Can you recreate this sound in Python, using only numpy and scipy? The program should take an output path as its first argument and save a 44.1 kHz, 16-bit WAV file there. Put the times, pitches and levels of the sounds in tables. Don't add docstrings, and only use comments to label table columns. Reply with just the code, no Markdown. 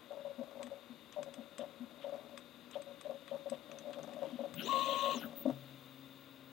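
import sys
import numpy as np
from scipy import signal
from scipy.fft import rfft, irfft
from scipy.io import wavfile
from scipy.ndimage import uniform_filter1d

SR = 44100
rng = np.random.default_rng(int(sys.argv[2]) if len(sys.argv) > 2 else 0)


def store_pcm(level_fs):
    pcm = np.round(np.clip(level_fs, -1, 1) * 32767).astype(np.int16)
    wavfile.write(sys.argv[1], SR, np.atleast_2d(pcm).T)


N = 287514
T = np.arange(N) / SR
BINS_HZ = np.maximum(np.arange(N // 2 + 1) * SR / N, 1)

# t/s, length/s, f/Hz, level/dB, fade per stroke/dB
TWITCHES = [(0.106, .048, 571, -42.5, 1), (0.171, .042, 572, -46, -1.5), (0.249, .037, 569, -40.5, 0),
            (.297, 0.024, 560, -45, -2), (.385, 0.019, 565, -45, 0), (.413, 0.027, 562, -40.5, 0),
            (.553, .028, 558, -46, 0), (.595, 0.035, 565, -42.5, 0), (.715, 0.029, 560, -43, -5),
            (1.164, 0.022, 605, -38.5, 0), (1.185, .05, 573, -37, 8.5), (1.262, 0.033, 564, -43, 0),
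            (1.37, 0.058, 561, -52, -1), (1.593, 0.0165, 558, -40, 0), (1.613, .045, 570, -38, 3),
            (2.043, .062, 570.6, -39.5, 2.5), (2.124, 0.035, 568, -38.5, 0), (2.178, 0.026, 587, -47, 0),
            (2.29, 0.072, 565, -55, -2), (2.756, 0.023, 577.6, -36, 0), (2.785, 0.033, 583, -50.5, 0),
            (2.865, .061, 561, -50.5, -0.5), (3.051, 0.028, 580, -39.5, 0), (3.096, .024, 561, -37, 0),
            (3.119, .044, 550, -44, 6), (3.315, 0.051, 564, -38, -0.5), (3.459, 0.029, 557, -40.5, 0),
            (3.519, .041, 558, -36, 6), (3.69, .08, 566, -48.5, 0), (3.85, 0.067, 572, -43.5, -0.5),
            (3.971, .033, 562.4, -42, 0), (4.165, 0.029, 607, -45.5, 0), (4.219, 0.069, 560.2, -34, 5),
            (4.391, 0.032, 556, -36.5, 0), (4.436, 0.03, 564, -37, 0), (4.73, .068, 552, -37, 1),
            (4.86, .1, 551, -38, 0), (5.032, 0.083, 561.6, -38, -1.5)]
# t/s, length/s, level/dB
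LURCHES = [(0.386, 0.032, -41.5), (0.641, 0.051, -48), (0.898, 0.036, -46.5), (1.385, 0.022, -41),
           (1.594, 0.028, -46), (1.806, 0.044, -41.5), (3.327, 0.016, -46.5), (3.512, .026, -43.5),
           (4.33, 0.033, -41.5), (4.4, 0.032, -43), (4.664, 0.055, -43), (5.156, 0.028, -37),
           (5.246, 0.018, -40)]
# t/s, length/s, carriage level/dB, bed level/dB
JUDDER = [(5.457, 0.0078, -27.5, -26.5), (5.474, 0.016, -42, -25.5), (5.496, 0.0148, -34, -28)]
# f/Hz, width/Hz, level/dB
LOOSE_PARTS = [(610, 26, 3.5), (710, 28.6, 0.5), (761, 16, -5), (945, 80, -10.5), (1152, 30, -18)]
# f/Hz, width/Hz, level/dB
FRAME_LOW = [(155.5, 15.3, -9.5), (238.3, 10.4, 2), (294.3, 22.7, -4.5)]
FRAME_HIGH = [(432, 14.7, -5.5), (455, 13, -29), (562.4, 16.6, 11), (643, 19.6, 0), (710, 43, -4),
              (961, 73, -14.5), (1119, 44, -8)]
# t/s, upper modes level/dB, low modes level/dB
TREMBLE = [(0.0, -70.5, -68), (0.14, -63, -70), (0.29, -66.5, -75), (0.6, -56, -65), (0.87, -69, -68),
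           (1.18, -72, -66.5), (1.37, -64, -66.5), (1.89, -65.5, -64), (2.21, -59, -64), (2.54, -72, -66.5),
           (3.33, -63, -66), (3.75, -62.5, -62.5), (4.09, -53.5, -56.5), (4.49, -60.5, -59),
           (4.72, -52.5, -51.5), (4.93, -51.5, -56.5), (5.14, -51.5, -53), (5.8, -70, -62.5)]
STROKE_S, STROKE_GAP_S = 0.025, 0.0018
BED_HZ, JUDDER_CARRIAGE_HZ, JUDDER_BED_HZ = 245.4, 576, 265.1
SHAKE_T60_S = 0.1
CREEP_FADE_S = 0.4

TRAVEL_START_S, TRAVEL_END_S = 4.487, 5.335
ACCEL_HZ_PER_S, CRUISE_HZ = 5500, 1091
WHINE_ON_S, WHINE_OFF_S, WHINE_EDGE_S = 4.683, 5.155, 0.037
# t/s, level/dB
WHINE = [(4.71, -33), (4.904, -39), (5.062, -37), (5.14, -38.5)]
# multiple of speed, relative level/dB
STEP_ORDERS = [(1, 0), (2, -37), (7, -34)]
# f/Hz, relative density/dB per Hz
BEARINGS = [(1300, -12), (1600, -15), (2400, -13), (2750, -3), (3300, -2.5), (3950, -1.5), (4250, -12.5),
            (4700, -24), (5200, -33), (6300, -16), (7300, -28), (8500, -24), (10200, -41.5), (13000, -32.5),
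            (15500, -22)]
RATTLE_DB, RATTLE_POWER = -44.5, 3.5
# f/Hz, width/Hz, level/dB
RAMP_MODES = [(1444, 44, -3), (2900, 360, 0.5)]
# f/Hz, width/Hz, level/dB
BED_MODES = [(146, 93, 6), (261, 30, 3), (398, 90, 1)]
ROUGH_SPEED_HZ, ROUGH_SPAN_HZ = 635, 147
BED_SPEED_SHARE, BED_GROAN_DB, BED_ROUGH_HZ = 0.41, -46, 80
BRAKING_DB = -7.5
# t/s, length/s, level/dB
PLAY = [(4.603, 0.026, -47.5), (5.229, .026, -45)]
PLAY_HZ = 1456

# t/s, level/dB, body below 4.5 kHz against snap/dB, brightest f/Hz of the snap
CLICKS = [(0.6292, -41, -5, 7900), (0.6676, -53, 0, 7850), (1.1244, -46.5, -8.5, 6870),
          (1.2293, -41, -9, 7580), (1.339, -43.5, -5.5, 8350), (1.5817, -39.5, -7.5, 7725),
          (2.3754, -41.5, -4.5, 8030), (2.7112, -46, -7.5, 7650), (2.819, -49, -1.5, 8400),
          (3.0115, -43.5, -7.5, 8600), (3.2784, -56.5, 8, 8310), (3.4981, -40, -11, 8040),
          (3.7148, -49, -0.5, 6020), (3.7861, -44, -6, 6000), (3.931, -50.5, 2.5, 7260),
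          (4.03, -47.5, -7.5, 6400), (4.134, -50.5, -3, 7200), (4.5395, -43.5, -4, 8080),
          (5.4803, -55.5, 1, 5300)]
# f/Hz, width/Hz, level/dB
SNAP_MODES = [(5020, 340, 3.5), (6250, 290, 4.5), (6870, 400, 0.5), (8160, 117, 6), (10500, 170, -29)]
BODY_MODES = [(1100, 113, 16.5), (1850, 430, 9), (2515, 230, 11.5), (3440, 380, 11.5)]
# t/s, length/s, level/dB
SCRAPES = [(1.119, 0.042, -60), (1.59, 0.044, -57.5), (2.01, 0.046, -57), (2.721, 0.049, -56),
           (3.038, 0.028, -60.5), (3.277, 0.056, -62), (3.524, 0.041, -62), (3.929, 0.022, -54.5),
           (4.154, 0.36, -64)]
SCRAPE_HZ = 3297

CHOPPER_HZ = 19800
# multiple of speed, level/dB
SIDEBANDS = [(9, -61), (11, -55.5), (13, -60.5)]
DRIVER_CRUISE_DB, DRIVER_HOLD_DB, HOLD_FADE_DB_PER_S = -64, -72, 1
NUDGE_S, NUDGE_LENGTH_S, NUDGE_SPEED_HZ, NUDGE_DB = 5.358, 0.077, 439, 7.5

SLOW_HZ, SLOW_START_S, SLOW_ATTACK_S, SLOW_SETTLE_S = 134.3, 5.5, 0.021, 0.18
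SLOW_KICK_DB, SLOW_FIRST_DB, SLOW_SECOND_DB = -55, -69.5, -61

# f/Hz, relative density/dB per Hz
FAN = [(18, -63), (30, -25.5), (135, -10), (187, -11.5), (250, -8.5), (353, -7), (540, -14.5), (667, -16.5),
       (874, -16), (1060, -10.5), (1960, -19.5), (2620, -26.5), (3000, -43), (3900, -65), (6600, -120)]
FAN_HISS = [(2400, -2), (2800, -3), (3100, -9), (3500, 0.5), (3800, 1.5), (4150, -6.5), (4600, -16.5),
            (6300, -20.5), (9000, -22), (10800, -26.5), (12200, -15.5), (14000, -21), (15800, -17.5)]
# t/s, level/dB
HISS_DB = [(0, -65.5), (2.6, -65), (5.6, -62.5), (6.52, -65.5)]
# f/Hz, level/dB
FAN_LINES = [(244, -69.5), (489, -73.5), (1066, -79), (1405, -78), (2510, -79.5), (3760, -79.5)]
FAN_RUSH_DB = -65

ROOM_T60_S = 0.45
# t/s, left minus right level/dB
IMAGE = [(4.9, 13.5), (5.4, 10.5)]
# f/Hz, level/dB
LEFT_LEAD = [(60, -1.5), (250, 0), (560, 1), (900, 0), (1090, 2), (1400, -0.5), (5000, 0), (14000, 0)]
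CUTOFF_HZ = 15830


def from_db(db):
    return 10 ** (np.asarray(db) / 20)


def rms_one(x):
    return x / np.sqrt(np.mean(x ** 2) + 1e-20)


def in_time(rows):
    s, *columns = np.transpose(rows)
    return [np.interp(T, s, c) for c in columns]


def on_bins(points):
    hz, value = np.transpose(points)
    return np.interp(np.log(BINS_HZ), np.log(hz), value)


def coloured(x, spectrum):
    below = (spectrum[0][0] / BINS_HZ) ** 8
    above = (BINS_HZ / spectrum[-1][0]) ** 16
    skirts = 1 / np.sqrt((1 + below) * (1 + above))
    return rms_one(irfft(rfft(x) * from_db(on_bins(spectrum)) * skirts, N))


def drift(rate_hz):
    return rms_one(irfft(rfft(rng.standard_normal(N)) / (1 + (BINS_HZ / rate_hz) ** 4), N))


def running_phase(hz):
    return 2 * np.pi * np.cumsum(hz) / SR


def window(start_s, end_s, edge_s):
    return np.clip(np.minimum(T - start_s, end_s - T) / edge_s + 0.5, 0, 1)


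def resonate(x, modes):
    out = 0
    for k, (hz, width_hz, db) in enumerate(modes):
        r = np.exp(-np.pi * width_hz / SR)
        poles = [1, -2 * r * np.cos(2 * np.pi * hz / SR), r * r]
        ring = signal.lfilter([1, 0, -1], poles, x + 1e-18)
        out = out + (-1) ** k * from_db(db) * (1 - r * r) / 2 * ring
    return out


def dense_modes(x, ring_s, share):
    t = T[:SR // 5]
    tail = rng.standard_normal(len(t)) * np.exp(-t / ring_s)
    return rms_one(x + share * signal.fftconvolve(x, tail / np.linalg.norm(tail))[:N])


def jolts(per_s, spread_db):
    hits = rng.random(N) < per_s / SR
    return hits * rng.choice([-1, 1], N) * from_db(spread_db * rng.standard_normal(N))


def evened(x, size):
    power = np.maximum(uniform_filter1d(rms_one(x) ** 2, size), 0)
    return x / np.sqrt(power + 1e-3) / np.sqrt(np.mean(x ** 2))


def short_moves(edge_cycles=4, glide=0.021, droop_db=3.0, chatter_db=-12, ring_db=-17, throb=0.1):
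    buzz, shake = np.zeros(N), np.zeros(N)
    for s, length_s, hz, db in strokes():
        edge_s = edge_cycles / hz
        i = np.flatnonzero(abs(T - s - length_s / 2) < length_s / 2 + edge_s)
        t = T[i] - s
        along = t / length_s - 0.5
        gate = np.clip(np.minimum(t, length_s - t) / edge_s + 0.5, 0, 1)
        level = from_db(db - droop_db * along) * np.sin(gate * np.pi / 2) ** 2
        phase = running_phase(hz * (1 - glide * along)) + rng.uniform(0, 2 * np.pi)
        buzz[i] += level * np.sin(phase)
        shake[i] += level * (hz / LOOSE_PARTS[0][0]) ** 2
    buzz *= 1 + throb * drift(49)
    chatter = evened(resonate(jolts(700, 0.52), LOOSE_PARTS), size=500) * shake
    ringing = np.roll(resonate(buzz, FRAME_LOW + FRAME_HIGH), round(0.012 * SR))
    return buzz + from_db(chatter_db) * chatter + from_db(ring_db) * ringing + tremble(shake)


def strokes(scatter=0.0064):
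    for s, length_s, hz, db, fade_db in TWITCHES:
        count = max(1, round(length_s / STROKE_S))
        step_s = length_s / count
        for k in range(count):
            stroke_hz = hz * (1 + scatter * rng.standard_normal())
            yield s + k * step_s, step_s - STROKE_GAP_S, stroke_hz, db - k * fade_db
    for s, length_s, db in LURCHES:
        yield s, length_s, BED_HZ, db
    for s, length_s, carriage_db, bed_db in JUDDER:
        yield s, length_s, JUDDER_CARRIAGE_HZ, carriage_db
        yield s, length_s, JUDDER_BED_HZ, bed_db


def tremble(shake, high_gain_db=2, low_gain_db=1, high_stir_db=-12, low_stir_db=-18):
    high_db, low_db = in_time(TREMBLE)
    r = from_db(-60 / (SHAKE_T60_S * SR))
    stirred = signal.lfilter([1 - r], [1, -r], shake + 1e-18)
    high = evened(resonate(jolts(220, 4.8), FRAME_HIGH), size=2200)
    low = evened(resonate(jolts(200, 2.2), FRAME_LOW), size=3000)
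    creep_fade = np.exp(-np.maximum(T - SLOW_START_S, 0) / CREEP_FADE_S)
    high_level = np.hypot(from_db(high_db + high_gain_db), from_db(high_stir_db) * stirred)
    low_level = np.hypot(from_db(low_db + low_gain_db) * creep_fade, from_db(low_stir_db) * stirred)
    return high_level * high + low_level * low


def travel_speed():
    return np.clip(ACCEL_HZ_PER_S * np.minimum(T - TRAVEL_START_S, TRAVEL_END_S - T), 0, CRUISE_HZ)


def travel():
    speed_hz = travel_speed()
    return step_tone(speed_hz) + bearing_rattle(speed_hz)


def step_tone(speed_hz, wobble=0.0033, edge_wobble=0.05, flutter=0.15, belt_hz=97, belt=0.18):
    settled = window(WHINE_ON_S, WHINE_OFF_S, WHINE_EDGE_S) ** 2
    phase = running_phase(speed_hz * (1 + (wobble + edge_wobble * (1 - settled)) * drift(89)))
    tone = sum(from_db(db) * np.sin(k * phase) for k, db in STEP_ORDERS)
    tone += belt * np.sin(phase - running_phase(belt_hz * (1 + drift(23) / 10)))
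    return np.sqrt(2) * from_db(in_time(WHINE)[0]) * settled * (1 + flutter * drift(110)) * tone


def bearing_rattle(speed_hz, flicker_db=1.4, patchy_db=2.5):
    balls = rfft(dense_modes(coloured(jolts(7000, 2.7), BEARINGS), ring_s=0.012, share=0.4))
    edges_hz = np.geomspace(1000, 16000, num=21)
    rattle = np.zeros(N)
    for low_hz, high_hz in zip(edges_hz, edges_hz[1:]):
        band = irfft(balls * (BINS_HZ >= low_hz) * (BINS_HZ < high_hz), N)
        rattle += band * from_db(patchy_db * drift(23))
    level = (speed_hz / CRUISE_HZ) ** RATTLE_POWER * from_db(RATTLE_DB + flicker_db * drift(99))
    return rms_one(rattle) * level


def ramp_rasp(rasp_db=-44, rough_hz=380, whistle_db=-53, whistle_width_hz=400, whistle_above_hz=760,
              whistle_order=6.86):
    speed_hz = travel_speed()
    phase = running_phase(speed_hz)
    loaded = uniform_filter1d(1. * (speed_hz < CRUISE_HZ), size=900)
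    orders = sum(drift(rough_hz) * np.sin(k * phase) for k in range(2, 7))
    roughness = np.exp(-((speed_hz - ROUGH_SPEED_HZ) / ROUGH_SPAN_HZ) ** 2)
    rasp = from_db(rasp_db) * roughness * resonate(orders, RAMP_MODES)
    fast = uniform_filter1d(1. * (speed_hz > whistle_above_hz), size=900)
    whistle = from_db(whistle_db) * fast * drift(whistle_width_hz) * np.sin(whistle_order * phase)
    bed_drive = speed_hz / CRUISE_HZ * drift(BED_ROUGH_HZ) * np.sin(BED_SPEED_SHARE * phase)
    groan = from_db(BED_GROAN_DB) * resonate(bed_drive, BED_MODES)
    braking = from_db(BRAKING_DB * (T > WHINE_OFF_S))
    return loaded * (whistle + braking * (rasp + groan))


def carriage_play(width_hz=170, edge_s=0.017):
    level = sum(from_db(db) * window(s, s + length_s, edge_s) for s, length_s, db in PLAY)
    return level * drift(width_hz) * np.sin(2 * np.pi * PLAY_HZ * T)


def clicks(snap_db=2, body_db=6, attack_s=0.00054, crack_s=0.0013, tail_s=0.012, tail_db=-16,
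           focus_db=8, focus_width_hz=350):
    out, t = np.zeros(N), T[:SR // 12]
    decay = np.exp(-t / crack_s) + from_db(tail_db) * np.exp(-t / tail_s)
    shape = decay * (1 - np.exp(-t / attack_s))
    for s, db, weight_db, hz in CLICKS:
        contact = from_db(db) * shape * rng.standard_normal(len(t))
        snap = resonate(contact, SNAP_MODES + [(hz, focus_width_hz, focus_db)])
        body = resonate(contact, BODY_MODES)
        i = round(s * SR) + np.arange(len(t))
        out[i] += from_db(snap_db) * snap + from_db(body_db + weight_db) * body
    return out


def scrapes(width_hz=600, body_db=-3):
    out, grain = np.zeros(N), drift(width_hz)
    body = from_db(body_db) * rms_one(resonate(jolts(3800, 1.2), BODY_MODES))
    for s, length_s, db in SCRAPES:
        i = np.flatnonzero((T > s) & (T < s + length_s))
        swell = from_db(db) * np.sin(np.pi * (T[i] - s) / length_s)
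        out[i] += swell * (grain[i] * np.sin(2 * np.pi * SCRAPE_HZ * T[i]) + body[i])
    return out


def drivers(driver_hz=15620, driver_width_hz=300, flicker_db=2.0, sideband_width_hz=650,
            quiet_above_hz=850, fade_hz=200):
    nudge = window(NUDGE_S, NUDGE_S + NUDGE_LENGTH_S, 0.03)
    speed_hz = travel_speed() + NUDGE_SPEED_HZ * np.sqrt(nudge)
    moving = from_db(DRIVER_CRUISE_DB) * speed_hz / CRUISE_HZ
    age_s = T - SLOW_START_S
    holding = from_db(DRIVER_HOLD_DB - HOLD_FADE_DB_PER_S * age_s) * (age_s > 0)
    level = (moving + holding) * from_db(flicker_db * drift(25))
    hiss = np.sqrt(2) * level * drift(driver_width_hz) * np.sin(2 * np.pi * driver_hz * T)
    whistles = sum(from_db(db) * drift(sideband_width_hz) * np.sin(running_phase(CHOPPER_HZ - k * speed_hz))
                   for k, db in SIDEBANDS)
    slow = np.clip(np.minimum(speed_hz, quiet_above_hz - speed_hz) / fade_hz, 0, 1)
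    return hiss + slow * from_db(NUDGE_DB * nudge) * whistles


def slow_motor(waver=0.0048, flutter_db=2):
    age_s = np.maximum(T - SLOW_START_S, 0)
    kick = np.exp(-age_s / SLOW_SETTLE_S)
    phase = running_phase(SLOW_HZ * (1 + waver * drift(7.0)))
    first = (from_db(SLOW_KICK_DB) * kick + from_db(SLOW_FIRST_DB)) * np.sin(phase)
    second = from_db(SLOW_SECOND_DB) * (1 - kick) * np.sin(2 * phase)
    attack = np.minimum(age_s / SLOW_ATTACK_S, 1)
    return np.sqrt(2) * attack * (first + second) * from_db(flutter_db * drift(9.8))


def fan(waver=0.00282):
    rush = from_db(FAN_RUSH_DB) * coloured(rng.standard_normal(N), FAN)
    hiss = dense_modes(coloured(rng.standard_normal(N), FAN_HISS), ring_s=0.0058, share=0.65)
    spin = running_phase(1 + waver * drift(13.2))
    tones = np.sqrt(2) * sum(from_db(db) * np.sin(hz * spin) for hz, db in FAN_LINES)
    return rush + from_db(in_time(HISS_DB)[0]) * hiss + tones


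def room(x):
    t = T[:SR // 2]
    tail = rng.standard_normal((2, len(t))) * from_db(-60 * t / ROOM_T60_S) * (t > 0.006)
    tail /= np.sqrt(np.sum(tail ** 2, axis=1, keepdims=True))
    return signal.fftconvolve(x[None], tail, axes=1)[:, :N]


def scene(room_db=-20):
    motion = short_moves() + travel() + ramp_rasp() + carriage_play()
    feed = clicks() + scrapes()
    printer = motion + feed + drivers() + slow_motor() + fan()
    return printer + from_db(room_db) * room(printer)


def record(dry, self_noise_db=-84):
    lead = from_db(in_time(IMAGE)[0])
    placed = dry * 2 * np.array([lead, np.ones(N)]) / (1 + lead)
    placed += from_db(self_noise_db) * rng.standard_normal((2, N))
    colour = from_db(on_bins(LEFT_LEAD) * [[0], [-1]])
    top = np.clip((CUTOFF_HZ - BINS_HZ) / 150 + 0.5, 0, 1)
    return irfft(rfft(placed) * colour * top, N)


dry = scene()
out = record(dry)
store_pcm(out)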